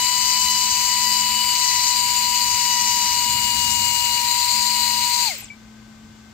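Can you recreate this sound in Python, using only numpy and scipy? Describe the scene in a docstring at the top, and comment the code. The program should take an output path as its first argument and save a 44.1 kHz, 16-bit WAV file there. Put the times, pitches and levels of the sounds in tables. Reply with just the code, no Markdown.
"""A small electric ducted fan, held in the hand in a carpeted room, runs at full speed and then brakes to a stop.
Sines at multiples of its turning rate make the whine, and noise shaped by duct resonances makes the rush of air.
As it stops, the motor's pole whistle dives through the treble and rings the housing. The duct swings from side
to side, which recolours the rush; midway the free hand crosses the jet, shading the whine and blowing air over
the microphone. Some appliance hums behind it in steady sines, with room hiss and low rumble from noise."""
import sys
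import numpy as np
from scipy import signal
from scipy.fft import rfft, irfft
from scipy.io import wavfile
from scipy.ndimage import map_coordinates

SR = 44100
rng = np.random.default_rng(int(sys.argv[2]) if len(sys.argv) > 2 else 0)


def wav_out(sig):
    """Save sig, one row per channel (or a flat mono array), as 16-bit PCM at SR to the path in sys.argv[1]."""
    wavfile.write(sys.argv[1], SR, np.round(np.clip(np.atleast_2d(sig).T, -1, 1) * 32767).astype(np.int16))


N = 279153
TIME = np.arange(N) / SR
FREQS = np.maximum(np.fft.rfftfreq(N, 1 / SR), 1)


def from_db(db):
    """Decibels to gain."""
    return 10 ** (np.asarray(db) / 20)


def rms_one(x):
    """Scale to unit power."""
    return x / np.sqrt(np.mean(x ** 2) + 1e-20)


def in_time(rows):
    """Each column of a curve, sample by sample."""
    s, *columns = np.transpose(rows)
    return [np.interp(TIME, s, column) for column in columns]


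def colour(points):
    """Gain at every frequency, one row for each dB column."""
    hz, *columns = np.transpose(points)
    return from_db([np.interp(np.log(FREQS), np.log(hz), column) for column in columns])


def drift(rate_hz):
    """Smooth random wander with spread 1: noise through a two-pole low-pass at rate_hz."""
    step = 40   # samples between wander points
    r = np.exp(-2 * np.pi * rate_hz * step / SR)
    white = rng.standard_normal(N // step + 2002)
    slow = signal.lfilter([1], [1, -2 * r, r * r], white)[2000:]   # skip the filter's start
    return np.interp(np.arange(N) / step, np.arange(len(slow)), rms_one(slow))


def bump(peak_s, half_s):
    """A bell-shaped swell that falls to 1/e half_s away from its peak."""
    return np.exp(-((TIME - peak_s) / half_s) ** 2)


def pan(side_db):
    """Left and right gains whose mean is 1; positive leans left."""
    ratio = np.atleast_1d(from_db(side_db))
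    return 2 * np.array([ratio, np.ones_like(ratio)]) / (1 + ratio)


def noise(gains, alike, lag_ms=0):
    """Coloured stereo noise of rms 1; the part common to both sides reaches the right one later."""
    left, own = rng.standard_normal((2, len(FREQS))) + 1j * rng.standard_normal((2, len(FREQS)))
    late = left * np.exp(-2j * np.pi * FREQS * lag_ms / 1000)
    right = alike * late + np.sqrt(1 - alike ** 2) * own
    return rms_one(irfft(np.array([left, right]) * gains, N))


def tone(phase, lead=0):
    """A stereo sine of rms 1; the left side leads by some radians."""
    return np.sqrt(2) * np.sin([phase, phase - lead])


def ring(x, hz, t60):
    """One resonance with gain 1 at its top, dying by 60 dB in t60 seconds."""
    r, w = from_db(-60 / (t60 * SR)), 2 * np.pi * hz / SR
    feed = np.array([1, 0, -1]) * (1 - r * r) / 2
    return signal.lfilter(feed, [1, -2 * r * np.cos(w), r * r], x + 1e-18)


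def shifted(x, ratio):
    """Move every frequency of a noise by a changing ratio, reading it faster or slower."""
    place = np.cumsum(ratio) % (N - 1)
    return np.array([map_coordinates(side, [place], order=3, mode="nearest") for side in x])


def room(x, t60, wet_db):
    """Diffuse tail of the room, different on each side; the carpet swallows the treble sooner."""
    t = TIME[:SR // 2]
    white = rng.standard_normal((2, len(t))) * (t > .004)   # the tail starts after 4 ms
    dull = signal.sosfiltfilt(signal.butter(2, 8000, fs=SR, output="sos"), white)
    decay = from_db(-60 * t / t60)
    tail = dull * decay + (white - dull) * decay ** 1.4
    tail /= np.sqrt(np.sum((white * decay) ** 2, axis=1, keepdims=True))
    return x + from_db(wet_db) * signal.fftconvolve(x, tail, axes=1)[:, :N]


# Relative spectrum of the room hiss: pitch_hz [Hz], density_db [dB per Hz]
ROOM_HISS_COLOUR = [(59, -39), (100, -21), (166, -7), (223, -7), (270, -6.5), (429, -16.5), (1210, -15),
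                    (1430, -21), (1550, -14), (1730, -20), (2130, -20), (7560, -23.5), (9540, -40),
                    (11300, -36), (15500, -38)]


def room_hiss():
    """The room's steady hiss, leaning left, its sides less alike towards the treble."""
    gains = colour(ROOM_HISS_COLOUR) * FREQS / np.hypot(FREQS, 250)
    return from_db(-51) * pan(side_db=6.0) * noise(gains, alike=.5 / (1 + FREQS / 2500))


# Curve of the appliance's main hum, before a common trim: start_s [s], level_db [dB]
HUM_CURVE = [(0, -52), (.5, -46.5), (.75, -47.5), (.96, -53), (1.04, -44.3), (1.45, -44.5), (1.53, -51),
             (1.82, -54), (1.97, -48), (2.9, -48.5), (3.3, -51), (3.67, -45.5), (4.0, -46), (4.39, -50),
             (4.45, -63), (4.55, -44), (4.99, -44.5), (5.09, -51), (5.42, -50.5), (5.62, -45.5),
             (5.95, -44.8), (6.33, -47)]
# The hum's faint steady lines: pitch_hz [Hz], level_db [dB]
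FAINT_HUM_LINES = [(118.4, -57.5), (1534, -62.5), (1577, -100), (1895, -74), (2099, -67.5), (3488, -71),
                   (4592, -73)]
HUM_HZ = 219.2   # pitch of the main hum


def appliance_hum():
    """An appliance's main line swells and fades over faint steady lines; each wavers slightly in phase."""
    hum_db, = in_time(HUM_CURVE)
    main_phase = 2 * np.pi * HUM_HZ * TIME + 0.074 * drift(12)
    hum = from_db(hum_db - 1.5) * pan(side_db=3.5) * tone(main_phase, lead=0.24)
    for hz, level_db in FAINT_HUM_LINES:
        line_phase = 2 * np.pi * hz * TIME + 0.36 * drift(9.2)
        hum += from_db(level_db) * pan(side_db=5.0) * tone(line_phase)
    return hum


def deep_rumble(speed):
    """The deepest rumble, around 52 Hz, eases when the fan stops stirring the air."""
    rumble = noise(FREQS ** 2 / (1 + (FREQS / 52) ** 4), alike=0.92)
    return from_db(-60.5 + 6.4 * speed) * rumble


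# Relative spectrum of air on the microphone: pitch_hz [Hz], density_db [dB per Hz]
AIR_ON_MIC_COLOUR = [(12, -38), (20, -28), (59, 0), (103, -3), (188, -9), (220, -4.5), (247, -12),
                     (450, -21.5), (580, -71), (990, -120)]
# Gusts the free hand sends over the microphone: peak_s [s], half_s to 1/e [s], level_db [dB]
HAND_GUSTS = [(3.527, 0.48, -45), (6.07, 0.046, -55)]


def draught(speed):
    """Moving air rumbles on the microphone, stronger with the fan running and in the hand's gusts."""
    running_db, still_db = -51, -56
    gains = colour(AIR_ON_MIC_COLOUR)[0] * FREQS / np.hypot(FREQS, 50) / (1 + (FREQS / 600) ** 4)
    flow = from_db(still_db + (running_db - still_db) * speed + 2 * drift(9))
    flow += sum(from_db(level_db) * bump(peak_s, half_s) for peak_s, half_s, level_db in HAND_GUSTS)
    return flow * pan(side_db=-0.8) * noise(gains, alike=0.9)


# Path of the low rumble around the hand's pass: start_s [s], pitch_hz [Hz], level_db [dB]
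SINKING_PATH = [(3.0, 135, -75), (3.3, 122, -51), (3.55, 103, -49), (3.9, 85, -50), (4.15, 66, -54),
                (4.4, 59, -51.5), (4.8, 58, -70), (5.2, 58, -90)]


def sinking_rumble():
    """A rough, narrow rumble that slides down and fades: one low sine, jittered in phase and level."""
    hz, level_db = in_time(SINKING_PATH)
    phase = 2 * np.pi * np.cumsum(hz) / SR + 1.3 * drift(9)
    return from_db(level_db + 2.5 * drift(12)) * tone(phase, lead=.1)


HAND_IN_S, HAND_OUT_S, HAND_MOVE_S = 3.28, 4.2, 0.35   # middle of entering, of leaving; time each takes


def hand_in_jet():
    """Share of the jet that the free hand covers: it enters, stays and leaves."""
    inside_s = np.minimum(TIME - HAND_IN_S, HAND_OUT_S - TIME)
    return np.clip(inside_s / HAND_MOVE_S + .5, 0, 1)


# Delay of the echo off the free hand: entering_ms [ms], leaving_ms [ms]
ECHO_DELAYS_MS = (.485, .42)


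def hand_echo(x):
    """The free hand throws the rush back to the right side and carves notches that slide upward."""
    delay_s = np.interp(TIME, [HAND_IN_S, HAND_OUT_S], ECHO_DELAYS_MS) / 1000
    echo = map_coordinates(x[1], [(TIME - delay_s) * SR], order=3, mode="nearest")
    share = from_db(-10) * hand_in_jet()
    right = (x[1] + share * echo) / np.hypot(1, share)
    return np.array([x[0], right])


# The hand swings the duct: start_s [s], position [0 = left to 1 = right]
SWING_PATH = [(0, 0.87), (.2, 0.28), (.49, 1), (.8, 0.13), (1.08, 0.94), (1.35, 0.25), (1.53, 0.12),
              (1.78, 0.81), (2.05, 0.013), (2.22, 0.091), (2.45, 0.36), (2.62, 0.42), (2.76, 0.42),
              (2.96, 0.84), (3.25, 0.31), (3.6, 0), (4.1, 0.11), (5.25, 0.16)]


def swing():
    return in_time(SWING_PATH)[0] - .5


def aimed(x, left_db, right_db):
    """The swing turns each side by some dB over full travel; rightward, the right side hears it sooner."""
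    position = swing()
    lead_s = 0.0001 * position   # 0.1 ms over the full travel
    right = map_coordinates(x[1], [(TIME + lead_s) * SR], order=5, mode="nearest")
    return np.array([x[0] * from_db(left_db * position), right * from_db(right_db * position)])


def duct(modes, alike, lag_ms, flicker_db):
    """Turbulence rings in a group of broad duct resonances and flickers with the eddies."""
    power = 0
    for hz, width_hz, level_db in modes:
        off_centre = (FREQS - hz * hz / FREQS) / width_hz
        power = power + from_db(level_db) ** 2 / width_hz / (1 + off_centre ** 4)
    return noise(np.sqrt(power), alike, lag_ms) * from_db(flicker_db * drift(28))


# Relative spectrum of the nozzle hiss: pitch_hz [Hz], left_db [dB per Hz], right_db [dB per Hz]
NOZZLE_HISS_COLOUR = [(252, -20.5, -25), (540, -8.5, -12.5), (760, -5, -9.5), (1800, 0.5, -5),
                      (3030, 6.5, 1.5), (3300, 2.5, 5), (3900, 4, 1), (5240, 3.5, 1.5), (5600, -9, 8),
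                      (5760, -2, -3), (6800, 0, 7.5), (7600, 10, 3), (8620, 6, 2), (9030, -2.5, -4.5),
                      (11300, 0, -4.5), (11970, 0, -1), (14800, 4.5, 2), (15500, 3.5, -8.5)]
# Throat resonances, relative within the group: pitch_hz [Hz], width_hz [Hz], level_db [dB]
THROAT_RESONANCES = [(2085, 240, -6.5), (2450, 660, -0.5)]
# The resonance at the top of the rush: pitch_hz [Hz], width_hz [Hz], relative level_db [dB]
TOP_RESONANCE = [(11870, 160, 0)]


def jet(speed):
    """Nozzle hiss, throat and top resonances follow the duct's aim; the hiss dulls as the rotor slows."""
    gains = colour(NOZZLE_HISS_COLOUR) * FREQS / np.hypot(FREQS, 200)
    hiss = from_db(-26) * noise(gains, alike=0.25 / (1 + (FREQS / 4500) ** 2), lag_ms=0.12)
    # above 8600 Hz the hiss comes straight from the nozzle and dies sooner than the hiss below
    treble = irfft(rfft(hiss) / (1 + (8600 / FREQS) ** 16), N)
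    body = aimed(hiss - treble, left_db=-1.0, right_db=1.5)
    throat = duct(THROAT_RESONANCES, alike=0.69, lag_ms=0.021, flicker_db=1.5)
    throat = pan(side_db=8.0) * from_db(-1.5 * hand_in_jet()) * throat
    body += from_db(-35.5) * aimed(throat, left_db=-3.5, right_db=8)
    treble = aimed(treble, left_db=-2.5, right_db=3)
    top = pan(side_db=-3.0) * duct(TOP_RESONANCE, alike=.4, lag_ms=0.044, flicker_db=1.5)
    treble += from_db(-46) * aimed(top, left_db=8, right_db=16)
    return body * speed ** 1.17 + treble * speed ** 2.6


# Duct resonances, relative within each group: pitch_hz [Hz], width_hz [Hz], level_db [dB]
LOW_RESONANCE = [(4232, 480, 0)]
MAIN_RESONANCE = [(4745, 335, 0)]
MIDDLE_RESONANCES = [(5330, 320, -7), (6180, 760, 0)]
HIGH_RESONANCES = [(7185, 700, 3.5), (8360, 830, -11)]
# Resonance levels before a small trim each:
# start_s [s], low_db [dB], main_db [dB], main_side_db [left-right dB], high_db [dB]
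RESONANCE_LEVELS = [(0.0, -32, -30.5, 21, -27.5), (0.23, -31.5, -28, 23, -29), (0.7, -32.5, -28.5, 6, -28),
                    (1.04, -32.5, -27, 17, -28.5), (1.3, -34, -27.5, 5, -30), (1.8, -30.5, -26, 10, -28.5),
                    (2.09, -32.5, -27, 5.5, -28.5), (2.89, -33.5, -29.5, 14, -30),
                    (3.37, -32.5, -30, 7, -29.5), (3.74, -33, -31.5, 24, -27),
                    (4.18, -32.5, -32, 10, -30.5), (4.6, -27.5, -27.5, 14, -29.5),
                    (5.0, -30, -30.5, 10, -30.5), (5.21, -29, -29, 13, -29.5)]
# Level of the middle resonances, which beam forward: start_s [s], level_db [dB]
MIDDLE_CURVE = [(0, -31), (.15, -28.5), (.47, -26), (.8, -29), (1.06, -29), (1.43, -36.5), (1.68, -27.5),
                (1.88, -24), (2.02, -37), (2.25, -34), (2.53, -28), (2.86, -27.5), (3.1, -28.5),
                (3.37, -39), (3.7, -32.5), (4.05, -34), (4.6, -35), (5.21, -33)]
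# Path of the main high resonance with the duct's angle and the grip: start_s [s], pitch_hz [Hz]
HIGH_PITCH = [(0, 7290), (.6, 7340), (1.0, 7210), (1.35, 7220), (1.7, 7310), (2.15, 7150), (2.6, 7140),
              (3.1, 7120), (3.5, 7230), (3.95, 7340), (4.3, 7240), (5.21, 7170)]


def pipe(speed):
    """The duct's strong resonances swell and fade; the high ones shift in pitch, the middle ones beam."""
    low_db, main_db, main_side_db, high_db = in_time(RESONANCE_LEVELS)
    middle_db, = in_time(MIDDLE_CURVE)
    high_hz, = in_time(HIGH_PITCH)
    low = duct(LOW_RESONANCE, alike=0.33, lag_ms=0.4, flicker_db=1.67)
    out = from_db(low_db + 2.5) * pan(side_db=13.5) * low
    main = duct(MAIN_RESONANCE, alike=0.46, lag_ms=0.447, flicker_db=0.5)
    out += from_db(main_db + 0.5) * pan(main_side_db + 0.5) * main
    high = duct(HIGH_RESONANCES, alike=0.7, lag_ms=0.462, flicker_db=1.26)
    high = shifted(high, high_hz / HIGH_RESONANCES[0][0])
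    out += from_db(high_db + 1.25) * pan(side_db=19.5) * high
    middle = duct(MIDDLE_RESONANCES, alike=.99, lag_ms=0.257, flicker_db=1.6)
    middle = from_db(middle_db) * pan(7 + 9 * hand_in_jet()) * middle
    return (out + aimed(middle, left_db=0, right_db=-3)) * speed ** 3.8


def rush(speed):
    """All the air noise flutters together with the inflow."""
    return (jet(speed) + pipe(speed)) * from_db(0.5 * drift(65))


# Rotor under power, before flutter: start_s [s], rate_hz [turns per s]
POWERED_RATE = [(0, 984), (.33, 993), (.6, 987.5), (1.1, 983), (1.8, 982.5), (2.1, 976.5), (2.5, 975.5),
                (2.9, 970), (3.3, 970.5), (3.75, 963), (4.2, 964.2), (4.58, 972.8), (4.87, 968.6),
                (5.21, 966.8)]
# Rotor braking, before flutter: start_s [s], rate_hz [turns per s]
BRAKING_RATE = [(5.24, 966), (5.27, 905), (5.30, 775), (5.33, 635), (5.378, 430), (5.41, 328), (5.445, 205),
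                (5.484, 94), (5.502, 64), (5.535, 20)]
FULL_SPEED_HZ = BRAKING_RATE[0][1]   # turns per s as the brake bites


def rotor(flutter=0.00194):
    """Turning rate with a slight flutter, as a share of full speed (at most 1), and the shaft angle."""
    rate_hz, = in_time(list(POWERED_RATE) + list(BRAKING_RATE))
    rate_hz = rate_hz * (1 + flutter * drift(35.7))
    angle = 2 * np.pi * np.cumsum(rate_hz) / SR
    return np.minimum(rate_hz / FULL_SPEED_HZ, 1), angle


# Orders stirred up by the braking torque:
# order [multiple of the turning rate], peak_s [s], half_s to 1/e [s], level_db [dB]
BRAKE_ORDERS = [(2, 5.29, .026, -52), (3, 5.295, .02, -42), (3, 5.313, .009, -31.5), (4, 5.288, .018, -43),
                (6, 5.31, .015, -40), (5, 5.272, .02, -27.5), (3, 5.426, .007, -51)]


def brake_buzz(angle):
    """While the brake bites, one order after another swells and sinks roughly with the rotor."""
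    buzz = 0
    for order, peak_s, half_s, level_db in BRAKE_ORDERS:
        level = from_db(level_db + 3 * drift(90)) * bump(peak_s, half_s)
        buzz = buzz + level * tone(order * angle + .4 * drift(150), lead=0.48)
    return pan(side_db=10) * buzz


# Housing modes that the falling pole tone sweeps through: pitch_hz [Hz], t60_s [s], gain_db [dB]
HOUSING_MODES = [(2310, .1, 28.7), (3300, .004, 0), (6300, .006, -2), (7500, .009, 16), (8600, .006, 4),
                 (12400, .0015, 9), (15000, .002, 12)]


def pole_whistle(speed, angle):
    """The pole tone, ultrasonic at full speed, falls through the housing's modes and pings the lowest."""
    pole_order = 36   # pole tone cycles per turn
    pitch_hz = pole_order * speed * FULL_SPEED_HZ
    audible = np.clip((SR / 2 - pitch_hz) / 3000, 0, 1)   # silent while above the digital range
    turning = np.clip((pitch_hz - 2050) / 250, 0, 1)   # the drive fades out just below the lowest mode
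    level = audible * turning * from_db(-49 + 2 * drift(120))
    whistle = level * tone(pole_order * angle, lead=.8)
    housing = sum(from_db(gain_db) * ring(whistle, hz, t60) for hz, t60, gain_db in HOUSING_MODES)
    return pan(side_db=5) * (from_db(-18) * whistle + housing)


# Orders that swell and fade as the duct points past the microphone:
# start_s [s], sixth_db [dB], ninth_db [dB], twelfth_db [dB]
BEAMED_LEVELS = [(0, -41, -50, -58), (.25, -46, -51, -57), (.48, -34, -51, -44), (.7, -46, -50, -56),
                 (.88, -44, -49, -55), (1.08, -40, -51, -37.5), (1.3, -46, -44, -60), (1.48, -51, -43, -61),
                 (1.67, -33, -53, -52), (1.8, -37, -54, -46), (2.0, -48, -45, -60), (2.3, -44, -46, -57),
                 (2.55, -38.5, -42, -49), (2.83, -33, -52, -48), (3.0, -37, -48, -45), (3.3, -48, -44, -58),
                 (3.67, -36, -45, -60), (4.0, -44, -46, -58), (4.4, -45, -42.5, -58), (4.6, -41, -42, -60),
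                 (5.0, -46, -40, -60), (5.21, -48, -41, -60)]


def beamed(speed, angle):
    """The sixth, ninth and twelfth orders swell and fade along drawn curves, wavering in level; turbulence
    blurs their pitch."""
    sixth_db, ninth_db, twelfth_db = in_time(BEAMED_LEVELS)
    sixth = from_db(sixth_db + 1.5 * drift(20)) * pan(side_db=7) * tone(6 * angle + .4 * drift(25), lead=2.0)
    ninth = from_db(ninth_db + 1.5 * drift(20)) * pan(side_db=8) * tone(9 * angle + .3 * drift(25), lead=2.2)
    twelfth = from_db(twelfth_db + drift(20)) * tone(12 * angle + .6 * drift(45), lead=1.6)
    return (sixth + ninth + twelfth) * speed ** 4.3


# Weaker overtones: order [multiple of the turning rate], level_db [dB], side_db [left-right dB],
# swing_db [dB over the full swing]
WEAK_OVERTONES = [(4, -39, 11, 2), (5, -48, 7, 0), (7, -53, 7, 0), (8, -50, 9, 0), (15, -51, 6, -2)]


def overtones(angle):
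    """Weaker multiples of the turning rate waver in level and phase and move with the swing."""
    out = 0
    for order, level_db, side_db, swing_db in WEAK_OVERTONES:
        level = from_db(level_db + swing_db * swing() + 2 * drift(5))
        out = out + pan(side_db) * level * tone(order * angle + .7 * drift(45), lead=order * .25)
    return out


# The whine's strong orders, first the open jet, then the change with the hand in it, then the unsteadiness:
# order [multiple of the turning rate], level_db [dB], side_db [left-right dB], hand_db [dB],
# hand_side_db [left-right dB], hand_lead_rad [rad], base flutter_db [dB], jitter_rad [rad], left lead_rad [rad]
STRONG_ORDERS = [(1, -27.5, 7, -1.1, 1, .1, 0.5, 0.02, .65), (2, -45, 15, -3.5, 2, 0, 1.8, 0.65, .6),
                 (3, -33.3, 0, 3.5, 13, 1.4, 1.9, .25, -.25)]
# Slow changes added to the strong orders: start_s [s], first_db [dB], second_db [dB], third_db [dB],
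# third_side_db [left-right dB]
STRONG_ORDER_TRENDS = [(0, -.8, 3, 2, 0), (.3, -.8, 3, .5, -3), (.48, -.8, 4.5, 4.5, 0),
                       (.68, -1.2, -2, -2, -4), (1.05, -.3, 7, -.5, 0), (1.42, -.5, -9, 3.5, 5),
                       (1.72, -.3, 8, -3, -6), (2.05, 0.5, -3.5, -.5, 2), (2.33, .6, -3, 0, 5),
                       (2.55, .7, 0, -.5, 0), (2.8, 1.1, 8, 0, 0), (2.95, 1.2, 3, 1.5, 0),
                       (3.2, .8, -2, 0, 0), (3.75, 0, -3, 0.5, 0), (4.17, .7, 2, 1, 3), (4.24, 1, 0, -8, 0),
                       (4.41, .7, 0, -5.5, 1), (4.59, .3, -1, -8.5, -3), (4.8, .3, 0, -1.5, 5),
                       (5.05, .4, -1, -2, 5), (5.21, 0.5, -5, -9, 2)]


def whine(speed, angle):
    """Unbalance gives a clean first order; turbulent inflow wavers the higher ones, and the hand shades them."""
    hand = hand_in_jet()
    *trends_db, third_side_db = in_time(STRONG_ORDER_TRENDS)
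    out = overtones(angle)
    for row, trend_db, lean_db in zip(STRONG_ORDERS, trends_db, (0, 0, third_side_db)):
        order, level_db, side_db, hand_db, hand_side_db, hand_lead, flutter_db, jitter, lead = row
        # an order flutters more as it fades, and less with the hand in the jet
        unsteady = 1 - .5 * hand + np.maximum(-trend_db, 0) / 10
        level = from_db(level_db + trend_db + hand_db * hand + flutter_db * unsteady * drift(30))
        sine = tone(order * angle + jitter * drift(22), lead + hand_lead * hand)
        out = out + level * pan(side_db + lean_db + hand_side_db * hand) * sine
    return aimed(out, left_db=0.0, right_db=0.5) * speed ** 4.5


def scene():
    """The fan close by, its reflections, and the room's own sound."""
    speed, angle = rotor()
    background = room_hiss() + appliance_hum() + deep_rumble(speed) + draught(speed) + sinking_rumble()
    air = hand_echo(room(rush(speed), t60=0.24, wet_db=-10.5))
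    stopping = room(pole_whistle(speed, angle) + brake_buzz(angle), t60=.3, wet_db=-12)
    return background + air + stopping + beamed(speed, angle) + whine(speed, angle)


def record(dry):
    """The top is cut steeply above 15.6 kHz."""
    return signal.sosfilt(signal.ellip(12, .1, 80, 15600, fs=SR, output="sos"), dry)


dry = scene()
out = record(dry)
wav_out(out)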